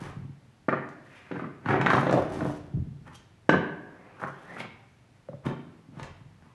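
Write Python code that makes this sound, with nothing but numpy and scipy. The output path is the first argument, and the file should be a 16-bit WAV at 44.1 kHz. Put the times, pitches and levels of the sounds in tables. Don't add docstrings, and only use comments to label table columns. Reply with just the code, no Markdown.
import sys
import numpy as np
from scipy import signal
from scipy.fft import rfft, irfft
from scipy.io import wavfile

SR = 44100
rng = np.random.default_rng(int(sys.argv[2]) if len(sys.argv) > 2 else 0)


def master_out(mix):
    frames = np.transpose(np.atleast_2d(mix))
    ceiling = np.clip(frames, -1, 1)
    pcm = np.round(ceiling * 32767).astype(np.int16)
    wavfile.write(sys.argv[1], SR, pcm)


N = 288414


def amp(db):
    return 10 ** (np.asarray(db) / 20)


def unit(x):
    return x / np.sqrt(np.mean(x ** 2) + 1e-20)


def read(points, hz):
    row_hz, value = np.transpose(points)
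    return np.interp(np.log(hz + 1), np.log(row_hz + 1), value)


def colour(x, spectrum):
    gain = amp(read(spectrum, np.fft.rfftfreq(len(x), 1 / SR)))
    return unit(irfft(rfft(x) * gain, len(x)))


def add(mix, start_s, sound):
    part = mix[max(round(start_s * SR), 0):][:len(sound)]
    part += sound[:len(part)]


def grains(per_s, spread_db):
    size = amp(spread_db * np.minimum(rng.exponential(1, N), 3))
    return size * rng.choice([-1, 1], N) * (rng.random(N) < per_s / SR)


def resonate(x, hz, width_hz):
    turn = np.exp(2j * np.pi * np.cumsum(hz) / SR)
    decay = np.exp(-np.pi * width_hz / SR)
    return (turn * signal.lfilter([1 - decay], [1, -decay], x / turn)).real


def burst(fade_s, size=4096):
    noise = rng.standard_normal(size) * amp(-60 * np.arange(size) / SR / fade_s)
    return noise / np.linalg.norm(noise)


def pulse(spectrum):
    log_gain = np.log(spectrum / spectrum.max() + 1e-5)
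    wave = np.fft.ifft(np.exp(np.conj(signal.hilbert(log_gain)))).real
    return wave / np.linalg.norm(wave)


def unevenness(depth_db, per_s):
    points = rng.standard_normal(1000)
    return amp(depth_db * np.interp(np.arange(N) * per_s / SR, np.arange(len(points)), points))


def swell(peak_s, rise_s, fall_s, down_db=-24.5):
    t, gain = np.arange(N) / SR - peak_s, np.zeros(N)
    on = (t > -2 * rise_s) & (t < 2 * fall_s)
    before = np.maximum(-t[on] / rise_s, 0) ** 1.38
    after = np.maximum(t[on] / fall_s, 0) ** 0.84
    gain[on] = amp(down_db * (before + after))
    return gain


def sliding(trim_db=-4, climb_octaves_per_s=1.7):
    # peak_s, rise_s, fall_s, scrape_db, grit_db, tone_hz, tone_db, width_hz
    slides = [ (0.061, 0.16, 0.14, -40.5, -53, 1820, -36, 970),
              (1.18, 0.24, 0.19, -62.5, -66, 1960, 10, 1210),
              (1.41, 0.2, 0.052, -48.5, -79, 1901, 0, 952.6),
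              (1.705, 0.063, 0.08, -31.5, -56, 1970, -4, 960),
              (1.94, 0.13, 0.35, -36.5, -50, 1700, -18, 940),
              (2.133, 0.053, 0.34, -43, -54, 1500, -4.5, 950),
              (2.345, 0.058, 0.22, -44.5, -51, 1530, -30, 960),
              (2.479, 0.071, 0.11, -57, -51.5, 1600, -5, 950),
              (3.079, 0.032, 0.036, -43.5, -60, 1640, -7.5, 700),
              (3.155, 0.038, 0.038, -51.5, -57, 2933, -5, 946),
              (4.088, 0.51, 0.85, -54, -86, 2260, -11, 705),
              (4.236, 0.089, 0.14, -48.5, -60.5, 1390, 2, 594),
              (4.42, 0.19, 0.2, -56.5, -64.5, 1630, -9, 200),
              (4.53, 0.092, 0.069, -42, -63, 1957, -0.5, 320),
              (4.604, 0.065, 0.042, -40.5, -54, 2290, -1, 910),
              (4.605, 0.018, 0.03, -39.5, -50.5, 3080, -2, 1510),
              (5.464, 0.026, 0.081, -33.5, -55, 1200, -9, 1000),
              (6.009, 0.094, 0.13, -44.5, -62, 1460, -25, 940),
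              (6.465, 0.073, 0.12, -58.5, -83, 1117, -14, 950)]
    # pitch_hz, level_db
    scrape_tone = [(70, -11.5), (160, 4.5), (400, 1), (900, 4), (1600, -1.5), (2400, -6), (4000, -21),
                   (7000, -36.5), (12000, -80)]
    # pitch_hz, level_db
    fizz_tone = [(1500, -16.5), (3000, 10.5), (4500, 3.5), (6000, 5), (7500, -0.5), (9500, 1.5),
                 (12000, -5.5)]
    t, out = np.arange(N) / SR, np.zeros(N)
    slips = grains(per_s=2500, spread_db=-3)
    grit = grains(per_s=1500, spread_db=5.5) * unevenness(depth_db=3.6, per_s=90)
    scrape, fizz = colour(slips, scrape_tone), colour(grit, fizz_tone)
    for peak_s, rise_s, fall_s, scrape_db, grit_db, tone_hz, tone_db, width_hz in slides:
        on = (t > peak_s - 2 * rise_s) & (t < peak_s + 2 * fall_s)
        edge_hz = tone_hz * 2 ** (climb_octaves_per_s * (t[on] - peak_s))
        tone = unit(resonate(resonate(slips[on], edge_hz, width_hz), edge_hz, width_hz))
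        rub = amp(scrape_db) * (scrape[on] + amp(tone_db) * tone)
        out[on] += swell(peak_s, rise_s, fall_s)[on] * (rub + amp(grit_db) * fizz[on])
    return amp(trim_db) * out


def air(quiet_db=-59):
    # peak_s, rise_s, fall_s, level_db
    sways = [(0.18, 0.4, 0.25, -47.5), (2.2, 0.33, 0.46, -42), (2.5, 0.43, 0.6, -45.5),
             (2.768, 0.057, 0.14, -28.5), (2.998, 0.11, 0.38, -53.5), (3.512, 0.017, 0.24, -44),
             (5.48, 0.057, 0.069, -42), (6.04, 0.099, 0.2, -42), (6.351, 0.54, 0.33, -57.5)]
    # pitch_hz, level_db
    push_tone = [(20, -22.5), (42, 9), (62, -8.5), (85, 15), (110, 5), (150, 4), (220, -13), (400, -10.5),
                 (1000, -87.5)]
    # pitch_hz, level_db
    quiet_tone = [(15, -42.5), (25, -11), (68, -11.5), (101, 2), (208, -8.5), (475, -18), (555, -18),
                  (682, -19), (883, -19), (1010, -22), (1920, -23.5), (9270, -39.5), (12000, -43),
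                  (15600, -66), (22000, -120)]
    motion = sum(amp(level_db) * swell(*timing) for *timing, level_db in sways)
    push = motion * colour(rng.standard_normal(N), push_tone)
    return push + amp(quiet_db) * colour(rng.standard_normal(N), quiet_tone)


def buckle(level_db, low_hz, high_hz, crack_db, flutter_db=6):
    # pitch_hz, level_db
    radiation = [(60, -21.5), (95, 6), (135, 13), (180, 5), (240, 6), (400, 1), (650, 4.5), (900, -1.5),
                 (1200, 3), (1520, 5), (2000, 2), (3000, -4.5)]
    # pitch_hz, level_db
    crack_tone = [(200, -4), (900, 4.5), (1600, 2.5), (3000, -4), (4300, -13), (5000, -23.5), (6000, -20.5),
                  (8000, -37.5), (12000, -50)]
    hz = np.maximum(abs(np.fft.fftfreq(4096, 1 / SR)), 1)
    band = 1 / np.hypot(1, (low_hz / hz) ** 2.74) / np.hypot(1, (hz / high_hz) ** 4.04)
    highpass = signal.butter(2, 800, "highpass", fs=SR)
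    flutter = amp(flutter_db) * signal.lfilter(*highpass, burst(fade_s=0.04))
    flutter[0] = 1
    body = signal.fftconvolve(pulse(band * amp(read(radiation, hz))), flutter)
    splinters = 4.8 * burst(fade_s=0.031)
    splinters[0] = 1
    crack = signal.fftconvolve(pulse(amp(read(crack_tone, hz))), splinters / np.linalg.norm(splinters))
    return amp(level_db) * (body + amp(crack_db) * crack) * np.sqrt(.005 * SR)


def flops(spread=1.45):
    # start_s, level_db, pitch_hz
    thumps = [(0.016, -34.5, 196), (0.166, -34, 128), (0.248, -40.5, 170), (1.421, -33, 280.2),
              (1.456, -39.5, 260), (1.661, -28, 192), (1.688, -31, 151.2), (1.86, -26, 203),
              (1.893, -25, 171), (2.371, -32.5, 260), (2.42, -32, 125.4), (2.738, -24, 128),
              (2.772, -27, 139), (2.869, -37, 158), (3.522, -23.5, 180), (4.222, -41.5, 173),
              (4.244, -41.5, 174), (4.606, -40, 146), (5.293, -38, 155), (5.456, -34, 219.4),
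              (5.886, -44, 177.5), (5.97, -39.5, 161.6), (6.209, -42, 148), (6.424, -46.5, 164.5)]
    out = np.zeros(N)
    for start_s, level_db, pitch_hz in thumps:
        add(out, start_s, buckle(level_db, pitch_hz / spread, pitch_hz * spread, crack_db=-53))
    return out


def slaps(clack_delay_s=.0031):
    # start_s, face_db, edge_db, rebound_db, rebound_delay_s, edge_crack_db
    hits = [(0.6842, -21, -25, -37.5, 0.0073, -28.5), (1.312, -33, -39, -31.5, 0.01, -3.5),
            (3.492, -14, -20, -22, 0.01882, -5)]
    out = np.zeros(N)
    for start_s, face_db, edge_db, rebound_db, rebound_delay_s, edge_crack_db in hits:
        add(out, start_s, buckle(face_db, 203, 790, crack_db=-24.5))
        add(out, start_s + clack_delay_s, buckle(edge_db, 1100, 1610, edge_crack_db, flutter_db=-4))
        add(out, start_s + rebound_delay_s, buckle(rebound_db, 165, 393, crack_db=-37.5))
    return out


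def ticks():
    # start_s, level_db
    chips = [(0.685, -64), (0.89, -62), (1.814, -51.5), (1.863, -58), (1.9017, -49), (1.934, -52),
             (1.972, -55.5), (2.111, -51), (2.127, -46.5), (2.344, -56), (3.4936, -44.5), (5.998, -66),
             (6.0306, -52)]
    out = np.zeros(N)
    for start_s, level_db in chips:
        add(out, start_s, buckle(level_db, 3880, 6900, crack_db=-6, flutter_db=-6))
    return out


def snaps():
    # start_s, level_db, low_hz, high_hz, crack_db, flutter_db
    buckles = [ (0.693, -33, 700, 2200, -16, -1), (0.727, -28, 151, 1600, -21, -5.5),
               (0.7305, -34.5, 300, 1850, -17, 3), (1.358, -50, 200, 1480, -18.5, -12.5),
               (1.396, -35, 150, 1370, -28, 6.5), (1.659, -36.5, 150, 1480, -3, 10),
               (1.687, -33, 150, 1565, 0, 8.5), (1.707, -31.5, 299, 2000, -21, 11),
               (1.728, -27.5, 180, 600, -10.5, -7), (1.757, -31.5, 400, 2070, -15, 1),
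               (1.8125, -28.5, 900, 1660, 0.5, 1), (1.862, -24, 900, 1960, -1, 3),
               (1.868, -21.5, 900, 1760, -10.5, -1.5), (1.885, -27.5, 300, 1450, -12, 4.5),
               (1.903, -25, 1000, 1650, 1, 4), (1.9333, -19, 302, 1460, -10, -6.5),
               (1.9365, -21.5, 800, 1690, -9.5, -3), (1.943, -24, 200, 690, -10, -8),
               (1.952, -31.5, 300, 1810, -5, -6), (1.969, -22, 140, 1170, -10, -12.5),
               (2.03, -25, 430, 990, -12, -5), (2.068, -24.5, 350, 815, -11.5, 1.5),
               (2.078, -33.5, 430, 1037, -9, -4.5), (2.095, -25, 300, 853, -7.5, 3),
               (2.127, -20, 430, 686, -10.5, -2), (2.139, -21, 400, 675, -16.5, 2.5),
               (2.152, -26, 350, 696, -19.5, -4), (2.176, -25, 400, 737, -17, -5),
               (2.408, -36.5, 300, 1680, -9, 1.5), (2.418, -29.5, 199, 620, -31, 5),
               (2.453, -32.5, 453, 724, -27, 4.5), (3.527, -29.5, 1300, 1600, -9, -3.5),
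               (3.534, -26.5, 140, 450, -14.5, -7), (4.199, -49, 300, 1500, -24, 7),
               (4.217, -44, 300, 1410, -17, 12.5), (4.230, -37.5, 500, 1410, -22, 0),
               (4.2375, -31.5, 600, 1450, -29, 1), (4.250, -35.5, 400, 1410, -16, -7),
               (4.567, -45, 200, 1413, -19.5, 7), (4.584, -46.5, 220.7, 1530, -20, 5),
               (5.2866, -55, 490, 1600, -11, -5), (5.465, -23.5, 200, 397, -12.5, -2),
               (5.488, -35.5, 129, 901, -11, -6), (5.975, -55, 300, 1200, -6, -3),
               (5.997, -47, 180, 1410, 4.5, -17), (6.031, -49.5, 450, 1580, 9.5, -5),
               (6.4236, -62, 400, 1750, -3, -1.5)]
    out = np.zeros(N)
    for start_s, *shape in buckles:
        add(out, start_s, buckle(*shape))
    return out


def crackle():
    # peak_s, rise_s, fall_s, level_db, bright_db
    surges = [(1.712, 0.065, 0.29, -20.5, -9), (1.95, 0.17, 0.27, -29.5, -20.5),
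              (2.151, 0.2, 0.13, -25.5, -15.5), (2.434, 0.24, 0.1, -30.5, -20),
              (4.235, 0.021, 0.063, -35.5, -1)]
    # pitch_hz, level_db
    dull_tone = [(60, -52.5), (110, 6.5), (170, 4.5), (350, 2.5), (600, -10.5), (1000, -7.5), (2000, -22.5),
                 (5000, -55.5)]
    # pitch_hz, level_db
    bright_tone = [(300, 6.5), (800, 25.5), (1400, 12.5), (2000, -6), (3000, -8), (5000, -41), (8000, -69),
                   (12000, -23)]
    dull = amp(-7) * colour(grains(per_s=130, spread_db=-0.5), dull_tone)
    bright = amp(-3) * colour(grains(per_s=300, spread_db=5), bright_tone)
    return sum(amp(level_db) * swell(*timing) * (dull + amp(bright_db) * bright)
               for *timing, level_db, bright_db in surges)


def knocks(attack_s=0.0018):
    # start_s, level_db, pitch_hz, fade_s
    landings = [(3.4943, -6.5, 1530, .028), (5.2868, -27, 560, .045)]
    t, out = np.arange(4096) / SR, np.zeros(N)
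    attack = 1 - np.exp(-(t / attack_s) ** 2)
    for start_s, level_db, pitch_hz, fade_s in landings:
        add(out, start_s, amp(level_db - 60 * t / fade_s) * attack * np.sin(2 * np.pi * pitch_hz * t))
    return out


def sheet_ring(x, flat_db=-44, bending_s=0.16):
    # pitch_hz, relative_db, fade_s
    notes = [(275, -3.5, .6), (380, 0.5, .9), (408, 5.5, 1), (579, 2.5, .8), (748, 3, 0.88), (1490, 0, 1),
             (1540, 0, 1.1), (1560, 1, 0.9), (1605, 3.5, 1.3), (1660, 3, 1.3), (1700, 1, 1.6),
             (1770, 1.5, 1.2), (1830, -0.5, 1.2), (2150, 3, 1.3)]
    # start_s, end_s, ring_db, pitch_factor
    bends = [(.68, 1.601, -33.5, 1.02), (3.35, 4.098, -30.5, 1.0)]
    t, now = np.arange(SR) / SR, np.arange(N) / SR
    shapes, out = [], x.copy()
    for start_s, end_s, ring_db, pitch_factor in bends:
        held = np.interp(now, [start_s - bending_s, start_s, end_s, end_s + bending_s], [0, 1, 1, 0])
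        shapes.append((amp(ring_db) * held, pitch_factor))
    for gain, pitch_factor in shapes + [(amp(flat_db), 1)]:
        ring = sum(amp(db - 60 * t / fade_s) * np.sin(2 * np.pi * hz * pitch_factor * t) / fade_s ** .5
                   for hz, db, fade_s in notes)
        out += signal.fftconvolve(x * gain, ring / np.linalg.norm(ring))[:N]
    return out


def reflections(build_s=0.0017, dull_hz=1800):
    # pitch_hz, fade_s
    fades = [(80, 0.17), (170, 0.92), (500, 1), (1500, 0.76), (2700, 0.7), (5000, 0.47), (11000, 0.14)]
    # pitch_hz, level_db
    tail_tone = [(60, -7), (125, 2), (180, 2.5), (220, -1), (330, 5), (460, -6), (600, 0.5), (1500, 3),
                 (4000, 6.5), (11000, 9)]
    # delay_s, gain
    echoes = [(0.0099, 0.11), (0.016, 0.21), (0.034, 0.24), (0.044, 1)]
    hz, t, bands = signal.stft(rng.standard_normal(SR), SR, nperseg=256)
    bands *= amp(-60 * t / read(fades, hz)[:, None]) * (1 - np.exp(-(t / build_s) ** 2))
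    bands *= amp(read(tail_tone, hz))[:, None]
    tail = signal.istft(bands, SR, nperseg=256)[1]
    tail /= np.sqrt(np.mean(abs(rfft(tail, SR)[300:3000]) ** 2))
    walls = np.zeros(len(tail))
    for delay_s, gain in echoes:
        add(walls, delay_s, gain * burst(fade_s=0.051))
    return tail + signal.lfilter(*signal.butter(2, dull_hz, fs=SR), walls)


def room(x, floor_s=.0034, floor_gain=0.14, pose_s=.08, patterns=7):
    # pitch_hz, peak_db, fade_s
    notes = [(83.7, 8, 0.91), (99.8, 2, 1), (138.6, 10.5, 0.69), (166.6, 8.5, 0.98), (180.8, 10.5, 0.44),
             (295.4, 10, 0.72), (377.8, 11, 0.6), (407, 8.5, 0.54), (507, 5.5, 0.54), (519, 4.5, 0.49),
             (633, 0.5, 0.91)]
    # time_s, level_db
    aim = [(0.2, -3), (0.7, -1), (1.3, 0), (1.72, 0), (1.9, -2.5), (2.13, -2.5), (2.45, -1), (3.5, -2),
           (4.24, -3.5), (4.6, -3), (5.47, -3), (6.0, -1.5)]
    t, now = np.arange(SR) / SR, np.arange(N) / SR
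    steady = sum(amp(db - 60 * t / fade_s) * np.cos(2 * np.pi * hz * t) / fade_s
                 for hz, db, fade_s in notes)
    steady *= 2 * np.log(1000) / SR
    steady[0] += 1
    steady[round(floor_s * SR)] += floor_gain
    out = signal.fftconvolve(x, steady)[:N]
    sent = x * amp(np.interp(now, *np.transpose(aim)))
    for k in range(patterns):
        share = np.sin(np.pi / 2 * np.minimum((now / pose_s - k) % patterns, 2))
        out += signal.fftconvolve(sent * share, reflections())[:N]
    return out


def scene():
    sheet = snaps() + slaps() + flops() + ticks() + knocks() + crackle() + sliding()
    return (room(sheet_ring(sheet)) + air())[None]


def record(dry, low_hz=34, high_hz=11900):
    highpass = signal.butter(4, low_hz, "highpass", fs=SR, output="sos")
    lowpass = signal.firwin(401, high_hz, window=("kaiser", 8), fs=SR)
    return signal.oaconvolve(signal.sosfilt(highpass, dry), lowpass[None], "same")


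dry = scene()
out = record(dry)
master_out(out)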